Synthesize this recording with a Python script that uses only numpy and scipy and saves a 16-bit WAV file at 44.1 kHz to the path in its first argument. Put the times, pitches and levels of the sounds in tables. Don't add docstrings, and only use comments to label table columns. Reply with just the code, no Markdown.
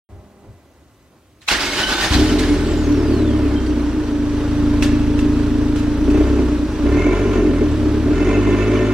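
import sys
import numpy as np
from scipy import signal
from scipy.fft import rfft, irfft, next_fast_len
from scipy.io import wavfile
from scipy.ndimage import uniform_filter1d, map_coordinates

SR = 44100
rng = np.random.default_rng(int(sys.argv[2]) if len(sys.argv) > 2 else 0)


def log_audio(samples):
    frames = np.atleast_2d(samples).T
    limited = np.clip(frames, -1, 1)
    pcm = np.round(limited * 32767).astype(np.int16)
    wavfile.write(sys.argv[1], SR, pcm)


def volts_from_decibels(level):
    exponent = np.asarray(level, float) / 20
    return 10 ** exponent


N = 393813
T = np.arange(N) / SR

# start/s, end/s, f/Hz, level/dB
WHINES = [(0.087, 1.07, 2000, -73.5), (.09, 1.07, 4005, -84), (.09, 1.07, 6100, -80),
          (0.088, 1.07, 8010, -83), (0.08, 0.547, 201.6, -57), (0.083, 0.548, 401, -61),
          (0.074, 0.448, 604, -61), (0.08, .45, 800, -63), (2.75, 3.15, 15500, -66), (3.5, 4.1, 10400, -76),
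          (3.6, 6.75, 5943, -57), (3.9, 6.7, 11881, -74), (6.75, 8.1, 5943, -63), (7.4, 8.052, 11881, -80),
          (4.197, 6.7, 7630, -69), (1.49, 1.72, 282, -38), (1.13, 1.42, 310, -63), (1.78, 2.1, 875, -41),
          (1.9, 2.14, 770, -43)]
# start/s, end/s
QUIET_S = (.092, 1.47)
# t/s, swell/dB
THUMPS = [
    (.13, 16),
    (.2, 8.5),
    (.5, 16.5),
    (.8, 4),
    (1.14, -6),
]
# t/s, swell/dB
STIRS = [
    (.14, 1.5),
    (.45, 4.5),
    (1.14, 4.5),
]
# f/Hz, level/dB
MURMUR = [(76, -28), (130, -2.5), (308, 1), (416, -3), (460, -13), (498, -3.5), (1500, -15), (2070, -17),
          (2580, -17), (15700, -27.5)]
# start/s, end/s, f/Hz, level/dB
SQUEALS = [(1.484, 1.465, 3990, 3), (1.506, 1.528, 1500, -31), (1.6, 1.65, 4850, -35),
           (1.76, 1.95, 3050, -33), (1.775, 2.025, 1512, -30.5), (1.9, 2.06, 3604, -33),
           (1.999, 2.03, 1830, -27), (1.125, 1.13, 453, -53), (6.98, 7.043, 2138, -32.5),
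           (7.054, 7.12, 2287, -36), (8.336, 8.377, 2620, -37), (8.575, 8.5, 3486, -38),
           (8.82, 8.6, 3480, -43), (8.89, 7.9, 3490, -48), (8.51, 8.52, 3470, -44),
           (3.56, 3.59, 3170, -39.5)]
# f/Hz, t60/s
GARAGE = [(200, 1), (2000, 0.97), (8000, 0.26), (16000, 0.24)]
# t/s, peak level/dB, f/Hz, t60/s
KNOCKS = [(1.4167, -31.5, 4100, 0.33), (1.485, 0.5, 2620, 0.15), (1.5095, -5.5, 2100, 0.13),
          (1.6094, -10, 5100, 0.081), (1.733, -14.5, 2170, 0.23), (1.7778, -6, 2930, 0.055),
          (1.9003, -14.5, 3020, 0.12), (2.0093, -5.5, 3690, 0.11), (2.136, -5.5, 3493, 0.1),
          (2.391, -9, 4060, 0.23), (3.6638, -20.5, 4520, 0.086), (4.8239, -5.5, 2630, 0.19),
          (5.19, -16, 2710, 0.12), (5.7583, -19.5, 1410, 0.35), (6.1015, -20, 2600, 0.12),
          (6.9073, -28, 2100, 0.17), (8.502, -47, 2620, 0.11), (8.7786, -33, 2600, 0.12)]

# t/s, swell/dB
STROKES = [
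    (1.488, 0),
    (1.522, 7.5),
    (1.62, 1),
    (1.795, 3.5),
    (1.912, 4.5),
    (2.04, 6),
    (2.135, 4.5),
]
# f/Hz, width/Hz, level/dB
GEARS = [(850, 12, -5), (1500, 42, -2), (1770, 180, -5.5), (2170, 14, -0.5), (3020, 54, -12.5),
         (3690, 25, -14.5), (4110, 130, -16), (5000, 33, -28.5)]
# f/Hz, level/dB per Hz
GRIND = [(290, -29.5), (500, -12.5), (852, -4.5), (929, -7), (1520, -6), (2410, -8.5), (3030, -7),
         (4880, -9), (15700, -34)]
# f/Hz, level/dB per Hz
PUMPING = [(12, -29.5), (20, -5.5), (61, 1.5), (118, -10.5), (274, -1.5), (365, 1.5), (520, -13), (600, -3),
           (780, -51), (1320, -120)]
# t/s, f/Hz
RUNDOWN = [
    (2.2, 8700),
    (2.29, 9650),
    (2.45, 9830),
    (2.56, 8800),
    (2.97, 5600),
    (3.31, 3250),
    (3.55, 2050),
]

# t/s, firings a second/Hz
SPEED = [(2.1, 19), (2.22, 39), (2.33, 45.2), (2.84, 37.8), (3.43, 34.1), (4.07, 27.15), (5.4, 27.37),
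         (5.92, 27.6), (6.31, 33.6), (6.71, 28), (6.83, 29.6), (7.06, 45.3), (7.24, 50.6), (7.78, 34.4),
         (8.03, 35.6), (8.33, 50), (8.76, 54.1), (8.93, 52.8)]
# t/s, effort over idle/dB
EFFORT = [(2.1, 0), (2.16, 7), (2.28, -0.1), (3.45, 0.95), (4.12, -5.5), (4.75, 1.7), (5.7, -0.6),
          (5.95, -1.5), (6.17, 3.5), (6.45, 1.4), (6.68, -4.5), (6.79, -5.5), (6.87, 3.5), (7.15, 0.5),
          (7.5, 0.5), (8.0, 0.2), (8.45, 2), (8.93, -0.9)]
# t/s, swell/dB
BARKS = [(2.105, -10), (2.135, -7.5), (2.165, -6), (2.2, -1), (6.01, 3.5), (6.085, 4), (6.21, 5), (6.65, 2),
         (6.85, 7), (6.91, -4), (6.97, 3.5), (7.03, -7.5), (7.07, 4.5), (7.4, 3.5), (7.5, 1), (7.62, 5.5),
         (8.22, 4), (8.35, -2.5), (8.48, 6.5)]
# lag/ms, strength/dB
CYLINDERS = [(0, 0), (.4, -1), (1.69, -1), (2.1, 0)]
# f/Hz, level/dB
BOOM = [(12, -72), (27, 2), (35, 0.5), (43, 2.5), (52, 2.5), (64, 9), (82, 1.5), (92, -3), (107, 5),
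        (135, -20), (163, -6), (192, -8), (220, -12), (262, -3.5), (300, -56.5), (900, -80)]
# f/Hz, width/Hz, level/dB
SILENCER = [(234, 21, -7), (261, 15.4, -5.5), (294, 9.2, 1), (311.6, 11.2, -3)]
# f/Hz, width/Hz, level/dB
TAILPIPE = [(353, 17.7, -8), (415.6, 22.4, -8), (587.4, 25.4, -19), (680.3, 10.6, -19), (766, 12, -26.5),
            (868, 3, -32.5)]
# f/Hz, level/dB per Hz
RUSH = [(260, -4.5), (450, 1), (485, -8.5), (579, -4.5), (746, -16), (840, -9.5), (1200, -12.5),
        (1460, -12.5), (2270, -20), (2560, -19), (3200, -21), (5790, -26.5), (6530, -31), (7800, -31.5),
        (15700, -47)]
# f/Hz, width/Hz, level/dB
SHIELDS = [(1010, 38, -4), (1377, 37, -4.5), (1798, 18, -3), (2100, 12, -2), (2275, 130, -10.5),
           (2620, 25, -6.5), (2932, 37, -12), (3450, 40, -19), (6080, 25, -17.5), (6450, 170, -25)]
# f/Hz, width/Hz, level/dB
UNDERTRAY = [(680, 610, 1), (1500, 850, -5.5), (2520, 540, -11), (6900, 370, -20.5)]

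# f/Hz, likeness (1 = same)
ALIKE = [(30, .985), (130, .98), (300, .98), (600, .95), (1200, .82), (2400, .68), (5000, .35),
         (15000, .15)]
# f/Hz, left minus right/dB
LEAN = [(60, .6), (180, -.2), (550, -.6), (1650, -2), (4970, -1.3), (15000, -1.6)]


def unit(x):
    return x / np.sqrt(np.mean(x ** 2) + 1e-20)


def steady(x, span):
    size = int(span * SR)
    power = uniform_filter1d(uniform_filter1d(x ** 2, size), size)
    return x / np.sqrt(np.abs(power) + 1e-9 * np.mean(x ** 2))


def along(points, hz):
    f, v = np.transpose(points)
    return np.interp(np.log(hz + 1), np.log(f + 1), v)


def gate(start, end, fade):
    return np.clip((T - start) / 0.0038, 0, 1) * np.clip((end + fade - T) / fade, 0, 1)


def curves(rows, fade=0.01):
    s, *columns = np.transpose(rows)
    return [gate(s[0], s[-1], fade)] + [np.interp(T, s, column) for column in columns]


def swells(rows, rise, fall):
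    return sum(db * np.exp(-((T - s) / np.where(T < s, rise, fall)) ** 2) for s, db in rows)


def wobble(rate):
    return map_coordinates(rng.standard_normal(int(N * rate / SR) + 4), [T * rate])


def filtered(x, response):
    m = next_fast_len(N + SR)
    return irfft(rfft(x, m) * response(np.fft.rfftfreq(m, 1 / SR)), m)[..., :N]


def causal(points):
    def response(hz):
        cepstrum = irfft(np.log(volts_from_decibels(np.maximum(along(points, hz), -80))))
        half = len(cepstrum) // 2
        cepstrum[1:half] *= 2
        cepstrum[half + 1:] = 0
        return np.exp(rfft(cepstrum))
    return response


def modes(table):
    def response(f):
        total = 0
        for k, (centre, width, db) in enumerate(table):
            peak = 1j * f * width / (centre * centre - f * f + 1j * f * width)
            total = total + (-1) ** k * volts_from_decibels(db) * peak
        return total
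    return response


def noise(points):
    return unit(filtered(rng.standard_normal(N), lambda hz: volts_from_decibels(along(points, hz))))


def pulses(times, sizes):
    places = np.clip(np.round(times * SR).astype(int), 0, N - 1)
    return np.bincount(places, sizes, N)


def loose(drive, table, rate, depth_db):
    total = 0
    for centre, width, db in table:
        narrow = modes([(centre, 2.6 * width, 0)])
        part = filtered(drive, lambda hz: narrow(hz) ** 2)
        total = total + volts_from_decibels(db + depth_db * wobble(rate)) * part
    return total


def background():
    whines = 0
    for start, end, hz, db in WHINES:
        level = volts_from_decibels(db + 5 + 1.2 * wobble(10))
        whines = whines + gate(start, end, 0.05) * level * np.sin(2 * np.pi * hz * T)
    thump_db = -55.5 + swells(THUMPS, rise=0.05, fall=0.07)
    thump = filtered(rng.standard_normal(N), modes([(71.5, 17, -1), (110, 35, -7.5)]))
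    thump = steady(thump, 0.05)
    murmur_db = -46.5 - 7 * T + swells(STIRS, rise=0.03, fall=0.06)
    murmur = filtered(noise(MURMUR), lambda hz: 1 / (1 + (hz / 1300) ** 4) ** 0.5)
    hiss = volts_from_decibels(-73) * 8 * filtered(noise(MURMUR), lambda hz: hz > 1000)
    quiet = volts_from_decibels(thump_db) * thump + volts_from_decibels(murmur_db) * murmur + hiss
    return whines + gate(*QUIET_S, 0.039) * quiet


def squeals():
    total = 0
    for start, end, hz, db in SQUEALS:
        level = volts_from_decibels(db + 3 + 5 * wobble(110))
        tone = np.sin(2 * np.pi * hz * T + wobble(90))
        total = total + gate(start, end, 0.025) * level * tone
    return total


def garage(x):
    hz, t, z = signal.stft(rng.standard_normal(SR), SR, nperseg=256)
    decay = volts_from_decibels(-60 * t / along(GARAGE, hz)[:, None])
    tail = signal.istft(z * decay, SR, nperseg=256)[1]
    late = np.pad(x, (500, 0))
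    return signal.fftconvolve(late, tail / np.linalg.norm(tail))[:N]


def knocks():
    out, t = np.zeros(N + SR), T[:SR // 3]
    onset = 1 - np.exp(-t / 0.00069)
    for s, db, hz, t60 in KNOCKS:
        crack = 0.1 * np.diff(rng.standard_normal(len(t) + 1)) + rng.standard_normal(len(t))
        ring = 1.1 * np.sin(2 * np.pi * hz * t) * volts_from_decibels(-60 * t / 0.03)
        knock = (crack * volts_from_decibels(-60 * t / t60) + ring) * onset
        out[round(s * SR):][:len(t)] += volts_from_decibels(db - 11) * knock
    return filtered(out[:N], causal([(300, -13), (1500, 5), (3000, 3.5), (8000, -4.5), (16000, -23.5)]))


def starter():
    mesh_s, release_s, still_s = 1.476, 2.153, 3.37
    strain_db = swells(STROKES, rise=0.019, fall=0.029)
    since_release = T - release_s

    gear_db = -21.5 + strain_db - 23 * np.clip(since_release, 0, None)
    teeth = rng.standard_normal(N) * volts_from_decibels(3.7 * wobble(90))
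    housing = unit(loose(teeth, GEARS, rate=14, depth_db=7.5))
    gear = unit(0.61 * housing + noise(GRIND) * volts_from_decibels(0.93 * wobble(60)))

    pump_db = -28 + strain_db + 2 * since_release
    pumping = gate(1.51, 2.08, 0.03) * volts_from_decibels(pump_db) * noise(PUMPING)

    free, hz = curves(RUNDOWN, fade=0.11)
    best_hz = 3600
    octaves_off = np.abs(np.log2(hz / best_hz)) * np.where(hz < best_hz, 2, 1)
    whine_db = -46.5 - 5 * octaves_off
    phase = 2 * np.pi * np.cumsum(hz * (1 + 0.012 * wobble(150))) / SR
    whine = 0
    for multiple, db in [(1, 4), (2, -9), (3, -15)]:
        level = volts_from_decibels(whine_db + db + 2.5 * wobble(40))
        whine = whine + level * (multiple * hz < 15700) * np.sin(multiple * phase)
    return gate(mesh_s, still_s, 0.36) * volts_from_decibels(gear_db - 0.5) * gear + pumping + free * whine


def engine():
    on, effort_db = curves(EFFORT)
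    rate = uniform_filter1d(curves(SPEED)[1], SR // 14)
    turns = np.cumsum(rate * on) / SR + 0.9
    since_firing = turns % 1
    count = np.arange(1, int(turns[-1]) + 1)
    times = np.interp(count, turns, T)
    luck = rng.standard_normal((600, 3))[:len(count)]

    boom_db = -20 + effort_db
    flutter_db = 1.5 * wobble(9)
    ring_db = -17.5 + 0.79 * effort_db + flutter_db + swells(BARKS, rise=0.015, fall=0.02)
    rush_db = -43.5 + 0.25 * uniform_filter1d(effort_db, SR // 4)

    unloaded_hz, loaded_hz = 30.2, 51.6
    load = np.clip((rate - unloaded_hz) / (loaded_hz - unloaded_hz) + 0.18 * effort_db, 0, 1)
    load = load * np.clip((T - EFFORT[0][0]) / 0.3, 0, 1)

    even = pulses(times, volts_from_decibels(0.9 * luck[:, 0]))
    boom = filtered(0.006 * rng.standard_normal(N) - even, causal(BOOM))

    lag_ms, strength_db = np.transpose(CYLINDERS)[:, count % 4]
    uneven_times = times + (lag_ms + 0.08 * luck[:, 1]) / 1000
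    uneven = pulses(uneven_times, volts_from_decibels(strength_db + 1.2 * luck[:, 2]))
    puff = uniform_filter1d(np.exp(-3 * since_firing), SR // 300)
    turbulence = (0.004 + 0.012 * load) * puff * rng.standard_normal(N)
    blast = turbulence - uneven - 0.63 * load * even
    low = filtered(blast, modes(SILENCER))
    high = filtered(blast, modes(TAILPIPE))
    ring = low + volts_from_decibels(-8 + 12 * load) * high
    ring = filtered(ring, lambda hz: 1 / (1 + 1j * hz / 1000) ** 2 / (1 + (205 / (hz + 1)) ** 8))
    ring = ring + 0.4 * garage(ring)

    exhaust = volts_from_decibels(boom_db) * steady(boom, 0.07) + volts_from_decibels(ring_db) * steady(ring, 0.15)
    tuned = np.clip((rate - 49) / 3, 0, 1)
    orders = 0.45 * np.sin(8 * np.pi * turns) + np.sin(10 * np.pi * turns)
    exhaust += tuned * volts_from_decibels(boom_db - 3) * orders

    rush = noise(RUSH) * (1 + 0.38 * puff) * volts_from_decibels(0.46 * wobble(14))
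    shake = (0.54 + np.exp(-6 * since_firing)) * volts_from_decibels(1.6 * wobble(30)) * rng.standard_normal(N)
    shields = unit(loose(shake, SHIELDS, rate=12, depth_db=0.5))
    undertray = unit(filtered(shake, lambda hz: modes(UNDERTRAY)(hz) / (1 + (hz / 9000) ** 4)))
    rattle = steady(shields + 0.8 * undertray, 0.23)
    surge_db = np.clip(np.gradient(rate) * SR / 60, -1, 1)
    rattle_db = -36 + 8.5 * load + surge_db
    bay = volts_from_decibels(rush_db + 13.5) * rush + load * volts_from_decibels(rattle_db - 1.5) * rattle
    return on * exhaust, on * bay


def scattered(x):
    z = signal.stft(x, nperseg=1024)[2]
    drift = uniform_filter1d(rng.standard_normal(z.shape), 5, 0)
    drift = uniform_filter1d(drift, 5, 1)
    y = signal.istft(z * np.exp(2.5j * unit(drift)), nperseg=1024)[1][:N]
    return unit(y) * np.std(x)


def scene():
    exhaust, bay = engine()
    hits = knocks() + squeals()
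    mid = exhaust + bay + starter() + hits + volts_from_decibels(-9) * garage(hits) + background()
    sign = np.array([[1], [-1]])

    def turn(hz):
        return np.arccos(np.clip(along(ALIKE, hz), 0, 1)) / 2

    def port(hz):
        bass_lag = 0.17 / (1 + (hz / 300) ** 2)
        lag = np.pi * hz * 3e-5 + bass_lag
        return volts_from_decibels(sign * along(LEAN, hz) / 2) * np.exp(-sign * 1j * lag)

    direct = filtered(mid, lambda hz: port(hz) * np.cos(turn(hz)))
    diffuse = filtered(scattered(mid), lambda hz: port(hz) * sign * np.sin(turn(hz)))
    return (direct + diffuse) * (T > 0.09)


def roll_off(x):
    return signal.sosfilt(signal.butter(12, 15830, fs=SR, output="sos"), x)


def record(dry):
    x = dry / (1 + np.abs(dry) ** 8) ** (1 / 8)
    x = filtered(x, lambda hz: hz < 15780)
    return roll_off(x)


dry = scene()
out = record(dry)
log_audio(out)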